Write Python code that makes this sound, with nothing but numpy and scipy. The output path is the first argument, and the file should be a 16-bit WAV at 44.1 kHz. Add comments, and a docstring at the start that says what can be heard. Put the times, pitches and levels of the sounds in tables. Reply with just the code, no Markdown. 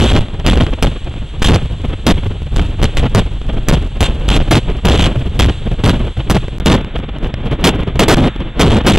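"""Wind batters a small microphone at the open window of a moving train.
Turbulence makes the pressure fluctuate: large eddies rumble, small ones flutter and pop.
Sudden gusts drive the input far into overload, where clipping turns them into square-edged
knocks and rasps. Behind them the rush of the ride hisses through the resonances of the
microphone port, first along the shore and then among houses."""
import sys
import numpy as np
from scipy import signal
from scipy.fft import rfft, irfft
from scipy.io import wavfile
from scipy.ndimage import uniform_filter1d, map_coordinates

SR = 44100
rng = np.random.default_rng(int(sys.argv[2]) if len(sys.argv) > 2 else 0)


def digitize_waveform(pressure):
    """Quantize a signal to 16-bit integers and store it at the path in sys.argv[1].

    Rows of a 2-D input are taken as channels; values are limited to [-1, 1].
    """
    field = np.atleast_2d(pressure).T
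    bounded = np.clip(field, -1, 1)
    quanta = np.round(bounded * 32767).astype(np.int16)
    wavfile.write(sys.argv[1], SR, quanta)


N = 396018
TIME = np.arange(N) / SR
TOWN_S = 6.592  # the houses begin

# Gusts on the port, levels relative:
# (start [s], end [s], pressure [dB], nominal eddy rate [Hz], hiss [dB], extra gain of the slam [dB])
GUST_EVENTS = [(0, 0.063, -3.5, 156, -15, 4.5), (0.066, 0.117, -9, 49, -17, -14),
               (0.123, 0.206, 2.5, 55.4, -20, 8), (0.464, 0.535, 0.5, 74, -15.5, 13.5),
               (0.552, 0.637, 1.5, 65, -22.5, -12), (0.826, 0.87, 0, 96, -21, 16),
               (1.42, 1.482, 1, 35, -9, 5.5), (1.486, 1.56, 9.5, 99, -16, -6),
               (2.067, 2.118, 4.5, 188, -10, 15), (2.561, 2.62, -4, 66.6, -27.5, 12.5),
               (2.818, 2.848, 10.5, 44.8, -7.5, 6.5), (2.966, 2.997, -6.5, 37.2, -18, 14),
               (3.147, 3.193, 9, 112, -12, 12), (3.686, 3.719, 6.5, 58.7, -24, 16),
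               (3.724, 3.743, 7, 125, -10.5, -8), (4.007, 4.029, 9.5, 93, -9.5, 6),
               (4.028, 4.067, -20, 48.7, -18, -1), (4.283, 4.313, 2, 34.2, -11, 3),
               (4.319, 4.373, -12.5, 150, -15.5, -14), (4.362, 4.416, -1.5, 37.3, -51, 4.5),
               (4.508, 4.579, 5.5, 155.5, -10, 16), (4.851, 4.874, 1.5, 118, -18, 16),
               (4.884, 4.961, -3.5, 163, -16, 11.5), (4.975, 5.068, -1, 50.3, -14.5, -7),
               (5.393, 5.442, 2.5, 35.8, -12.5, 10), (5.454, 5.509, -7, 68.4, -38, 8),
               (5.838, 5.903, 5.5, 150, -9, -3), (6.3, 6.321, -3.5, 91.4, -39, 27),
               (6.347, 6.37, 0, 110, -22.5, 3), (6.656, 6.754, 5.5, 164, -13.5, 11),
               (7.641, 7.686, 8, 282, -2, 4), (7.994, 8.037, 2, 265, -10.5, 22.5),
               (8.083, 8.142, 7, 303, -7, 19), (8.17, 8.279, -4.5, 162, -27, 5.5),
               (8.596, 8.62, 8, 217, -5.5, 4), (8.604, 8.782, 0.5, 147, -18.5, -5),
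               (8.863, 8.909, 6.5, 260, -6, 14), (8.92, 8.99, 1.5, 47, -14, -14)]
# Single small eddies that pop on the port: (time [s], relative level [dB])
PUFF_EVENTS = [(0.284, -20), (0.398, -14), (0.666, -3.5), (1.139, -19), (2.419, -20), (3.415, -18.5),
               (4.476, -22), (5.191, -20), (6.17, -18.5), (6.482, -15), (6.603, -11), (6.846, -15),
               (6.989, -16), (7.092, -22), (7.184, -21), (7.243, -4.5), (7.34, -10), (7.389, -30),
               (7.457, -19), (7.833, -12.5), (7.957, 2), (8.361, -16.5), (8.404, -18.5)]
# Suction that pins the input to a rail: (middle [s], length [s])
STALL_EVENTS = [(2.132, .016), (8.018, 0.0085), (8.151, 0.0099)]
# Mean flow, heavier and slower along the shore than in town, levels relative:
# (time [s], large eddies [dB], small eddies [dB], rush [dB])
MEAN_FLOW = [(0, -16.5, -20, -43.5), (1.2, -18.5, -27.5, -38.5), (3.0, -14.5, -24.5, -41),
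             (6.3, -15, -22, -39), (6.8, -19, -23.5, -45), (8.98, -19.5, -21.5, -44)]
# The stream leaves the port: (middle [s], length [s], change in small eddies [dB])
FLOW_LULLS = [(0.294, 0.16, -5), (0.75, 0.079, -2.5), (1.022, 0.087, -10), (1.2, 0.043, -13),
              (1.771, 0.072, -6.5), (2.394, 0.043, -19), (3.267, 0.033, -8.5), (3.383, 0.062, -10),
              (3.896, 0.036, -12), (4.605, 0.064, -11), (5.575, 0.054, -21), (6.144, 0.04, -35),
              (6.415, 0.085, -9), (6.511, 0.089, -9), (6.93, 0.086, -7.5), (8.321, 0.072, -10),
              (8.536, 0.046, -12)]
# Swells short of a gust: (middle [s], length [s], change in small eddies [dB])
FLOW_SWELLS = [(0.683, 0.041, 9), (1.145, 0.041, 4.5), (1.848, 0.03, 8.5), (2.18, 0.071, 3),
               (3.051, 0.061, 14.5), (3.578, 0.054, 5.5), (4.705, 0.032, 5), (5.104, 0.078, 12),
               (5.95, 0.12, 7.5), (6.998, 0.042, 6.5), (7.528, 0.067, 11), (7.625, 0.045, 14),
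               (7.736, .07, 13), (7.886, 0.058, 11), (8.08, 0.033, 9), (8.395, 0.063, -2), (8.844, .04, 15)]
# Spectra of the eddies and of the ride: (frequency [Hz], relative density [dB])
LARGE_EDDY_SPECTRUM = [(8, -11.5), (20, 2), (45, 1.5), (95, -6.5), (135, -10), (220, -29), (600, -85)]
SMALL_EDDY_SPECTRUM = [(50, -19), (130, 2.5), (250, -2), (500, -9), (1000, -19), (2000, -26), (3300, -21.5),
                       (5000, -51), (12000, -71.5)]
RUSH_SPECTRUM = [(200, -10), (700, -6.5), (2100, -8), (2800, -1.5), (3400, 0.5), (4100, -10), (5100, -25),
                 (6300, -21.5), (8000, -16.5), (10000, -29), (15000, -44)]
TOWN_RUSH_SPECTRUM = [(200, -13), (700, -3), (1400, 0.5), (2100, -1), (3000, -1.5), (3550, 2.5),
                      (4100, -17), (5000, -34), (7800, -25), (10000, -39), (15000, -51)]


def gusts(attack_s, slam_s, release_s, hiss_release_s, flutter_db, spit_db,
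          front_db, front_s, crack_db, crack_s):
    """Dynamic pressure: a gust slams in, shakes the diaphragm near its eddy rate and hisses in the port."""
    pressure = np.zeros(N)
    small = from_db(flutter_db) * flutter(lumpy_db=5.5, fine_db=3.0, split_hz=520)
    hiss = evened(noise(RUSH_SPECTRUM) * from_db(spit_db * drift(70)), seconds=0.019)
    crack = unit_rms(butterworth(rng.standard_normal(N), 620, "low", order=1))
    for start, end, pressure_db, eddy_hz, hiss_db, slam_db in GUST_EVENTS:
        near = slice(max(int((start - .03) * SR), 0), min(int((end + .15) * SR), N))
        age = TIME[near] - start
        since_start, since_end = np.maximum(age, 0), np.maximum(TIME[near] - end, 0)
        rise = np.clip(1 + age / attack_s, 0, 1)
        force = rise * from_db(slam_db * np.exp(-since_start / slam_s))
        eddies = butterworth(rng.standard_normal(SR), eddy_hz * 1.192, "low")
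        eddies = butterworth(eddies, eddy_hz * 0.31, "high", order=1)
        eddies = evened(eddies, seconds=0.0293)[-len(age):]
        shaking = from_db(pressure_db) * (eddies + small[near]) * np.exp(-since_end / release_s)
        spitting = from_db(hiss_db) * hiss[near] * np.exp(-since_end / hiss_release_s)
        # a smooth front runs just ahead, then breaks up with a crack
        front = from_db(front_db) * np.exp(-(age / front_s) ** 2)
        breakup = from_db(crack_db + pressure_db) * rise * np.exp(-since_start / crack_s) * crack[near]
        pressure[near] += force * (shaking + spitting) + from_db(slam_db) * (front + breakup)
    return pressure


def puffs(push_db, grit_db, rise_s, snap_db, snap_s):
    """Convected eddies: each is a pressure pulse with fine turbulence inside and a snap at its crest."""
    pulse, crest = np.zeros(N), np.zeros(N)
    for start, level_db in PUFF_EVENTS:
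        near = slice(int(start * SR), int(start * SR) + SR // 10)
        age = np.maximum(TIME[near] - start, 0)
        pulse[near] += from_db(level_db) * age / rise_s * np.exp(1 - age / rise_s)
        crest[near] += from_db(level_db) * np.exp(-np.abs(age - rise_s) / snap_s)
    grit = evened(butterworth(noise(SMALL_EDDY_SPECTRUM), 500, "high", order=1), seconds=0.011)
    snap = unit_rms(butterworth(rng.standard_normal(N), 5400, "low"))
    return pulse * (from_db(push_db) + from_db(grit_db) * grit) + from_db(snap_db) * crest * snap


def stalls(pressure_db):
    """Blocking: smooth suction biases the input into saturation, which chokes other sound."""
    return -from_db(pressure_db) * sum(bump(TIME, middle, length) for middle, length in STALL_EVENTS)


def breeze(large_db, small_db):
    """Turbulent pressure of the constant stream: large and small eddies surge together."""
    rumble = from_db(large_db - 0.14) * evened(noise(LARGE_EDDY_SPECTRUM), seconds=0.064)
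    buffets = from_db(small_db - 0.7) * flutter(lumpy_db=4.5, fine_db=1.85, split_hz=890)
    return (rumble + buffets) * evened(from_db(3.6 * drift(15)), seconds=0.2)


def flutter(lumpy_db, fine_db, split_hz):
    """Intermittency: small eddies come in clumps, the finest gathered at the heart of each."""
    clumps, air = drift(32), noise(SMALL_EDDY_SPECTRUM)
    coarse = butterworth(air, split_hz, "low", order=1)
    fine = (air - coarse) * unit_rms(from_db(fine_db * clumps))
    return evened((coarse + fine) * from_db(lumpy_db * clumps), seconds=0.072)


def airflow(slack_lead_s, slack_s, slack_db, wake_s, wake_eddies_db, wake_rush_db, large_share):
    """Amplitude modulation by the flow: air slackens before a gust and stays stirred up in its wake."""
    control_time = TIME[::100]
    slack = wake = 0
    for start, end, *_ in GUST_EVENTS:
        slack = np.maximum(slack, bump(control_time, start - slack_lead_s, slack_s))
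        since_end = np.maximum(control_time - end, 0)
        wake = np.maximum(wake, (control_time > start) * np.exp(-since_end / wake_s))
    surge_db = sum(db * bump(control_time, s, length) for s, length, db in FLOW_LULLS + FLOW_SWELLS)
    surge_db = surge_db + slack_db * slack * (1 - wake) + wake_eddies_db * wake
    surge_db, wake = np.interp(TIME, control_time, surge_db), np.interp(TIME, control_time, wake)
    times, *levels = np.transpose(MEAN_FLOW)
    large_db, small_db, rush_db = [np.interp(TIME, times, level) for level in levels]
    return large_db + large_share * surge_db, small_db + surge_db, rush_db + wake_rush_db * wake


def overload(x, ceiling, hardness):
    """Saturation: the input stage flattens everything beyond its rails."""
    return x / (1 + np.abs(x / ceiling) ** hardness) ** (1 / hardness)


def ticks(x, knee, level_db):
    """Threshold crossing: the input ticks faintly whenever a swell of pressure nears overload."""
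    above_knee = np.abs(butterworth(x, 400, "low")) > knee
    onsets = np.diff(above_knee * 1., prepend=0) > 0
    sizes = from_db(level_db + 4 * np.clip(rng.standard_normal(N), -2, 1.5))
    return butterworth(onsets * np.sign(x) * sizes + 1e-18, 4400, "low", order=1)


def rush(level_db):
    """Port resonance: ride noise is coloured near 3 and 8 kHz, and is duller among the houses."""
    shore = from_db(-1.0) * noise(RUSH_SPECTRUM)
    town = from_db(4.5) * noise(TOWN_RUSH_SPECTRUM)
    return from_db(level_db + 0.66 * drift(28)) * np.where(TIME < TOWN_S, shore, town)


def noise(spectrum):
    """Spectral shaping of white noise, at unit power."""
    hz, db = np.transpose(spectrum)
    bin_hz = np.maximum(np.arange(N // 2 + 1) * SR / N, 1)
    gain = from_db(np.interp(np.log(bin_hz), np.log(hz), db))
    return unit_rms(irfft(rfft(rng.standard_normal(N)) * gain, N))


def drift(hz):
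    """Smooth random modulation up to about hz, at unit power."""
    knots = rng.standard_normal(int(N / SR * 2 * hz) + 4)
    coarse = map_coordinates(knots, [TIME[::32] * 2 * hz], order=3, mode="nearest")
    return unit_rms(np.interp(TIME, TIME[::32], coarse))


def evened(x, seconds):
    """Running normalisation: fast lumps remain while mean power stays near 1."""
    return x / np.sqrt(np.maximum(uniform_filter1d(x ** 2, int(seconds * SR)), 0) + 1e-4)


def bump(time, middle_s, length_s):
    """Gaussian pulse of height 1."""
    return np.exp(-np.minimum((2 * (time - middle_s) / length_s) ** 2, 50))


def butterworth(x, hz, kind, order=2):
    """Maximally flat filter."""
    return signal.sosfilt(signal.butter(order, hz, kind, fs=SR, output="sos"), x)


def from_db(db):
    """Decibels to amplitude ratio."""
    return 10 ** (np.asarray(db) / 20)


def unit_rms(x):
    """Normalisation to unit power."""
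    return x / np.sqrt(np.mean(x ** 2) + 1e-20)


def scene():
    """Superposition: all pressures add at one port; the left channel trails by one sample."""
    large_db, small_db, rush_db = airflow(slack_lead_s=.06, slack_s=.08, slack_db=-4, wake_s=.09,
                                          wake_eddies_db=3.5, wake_rush_db=9, large_share=.5)
    air = breeze(large_db, small_db) + rush(rush_db) + stalls(pressure_db=3.5)
    air += puffs(push_db=4, grit_db=-4, rise_s=0.0011, snap_db=-17, snap_s=0.0005)
    air += gusts(attack_s=0.00102, slam_s=0.0091, release_s=0.0052, hiss_release_s=0.0064,
                 flutter_db=-9, spit_db=2.0, front_db=-16.5, front_s=0.005, crack_db=-13, crack_s=0.0073)
    air *= abs(TIME - TOWN_S) > .008  # the sound drops out for an instant where the scene changes
    return np.array([np.pad(air, (1, 0))[:N], air])


def record(dry):
    """Clipping, capacitive coupling that makes the flat tops sag, and a band limit."""
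    clipped = overload(dry, ceiling=.48, hardness=9)
    # a little treble leaks past the stage even while it is pinned to a rail
    excess_treble = butterworth(dry - clipped, 1500, "high")
    leak = .035 * butterworth(np.tanh(5 * excess_treble), 6000, "low")
    crackle = ticks(dry, knee=.26, level_db=-18)
    sagging = butterworth(clipped + leak + crackle, 3, "high", order=1)
    band_limit = signal.ellip(10, .1, 90, 16200, fs=SR, output="sos")
    return signal.sosfilt(band_limit, sagging)


dry = scene()
out = record(dry)
digitize_waveform(out)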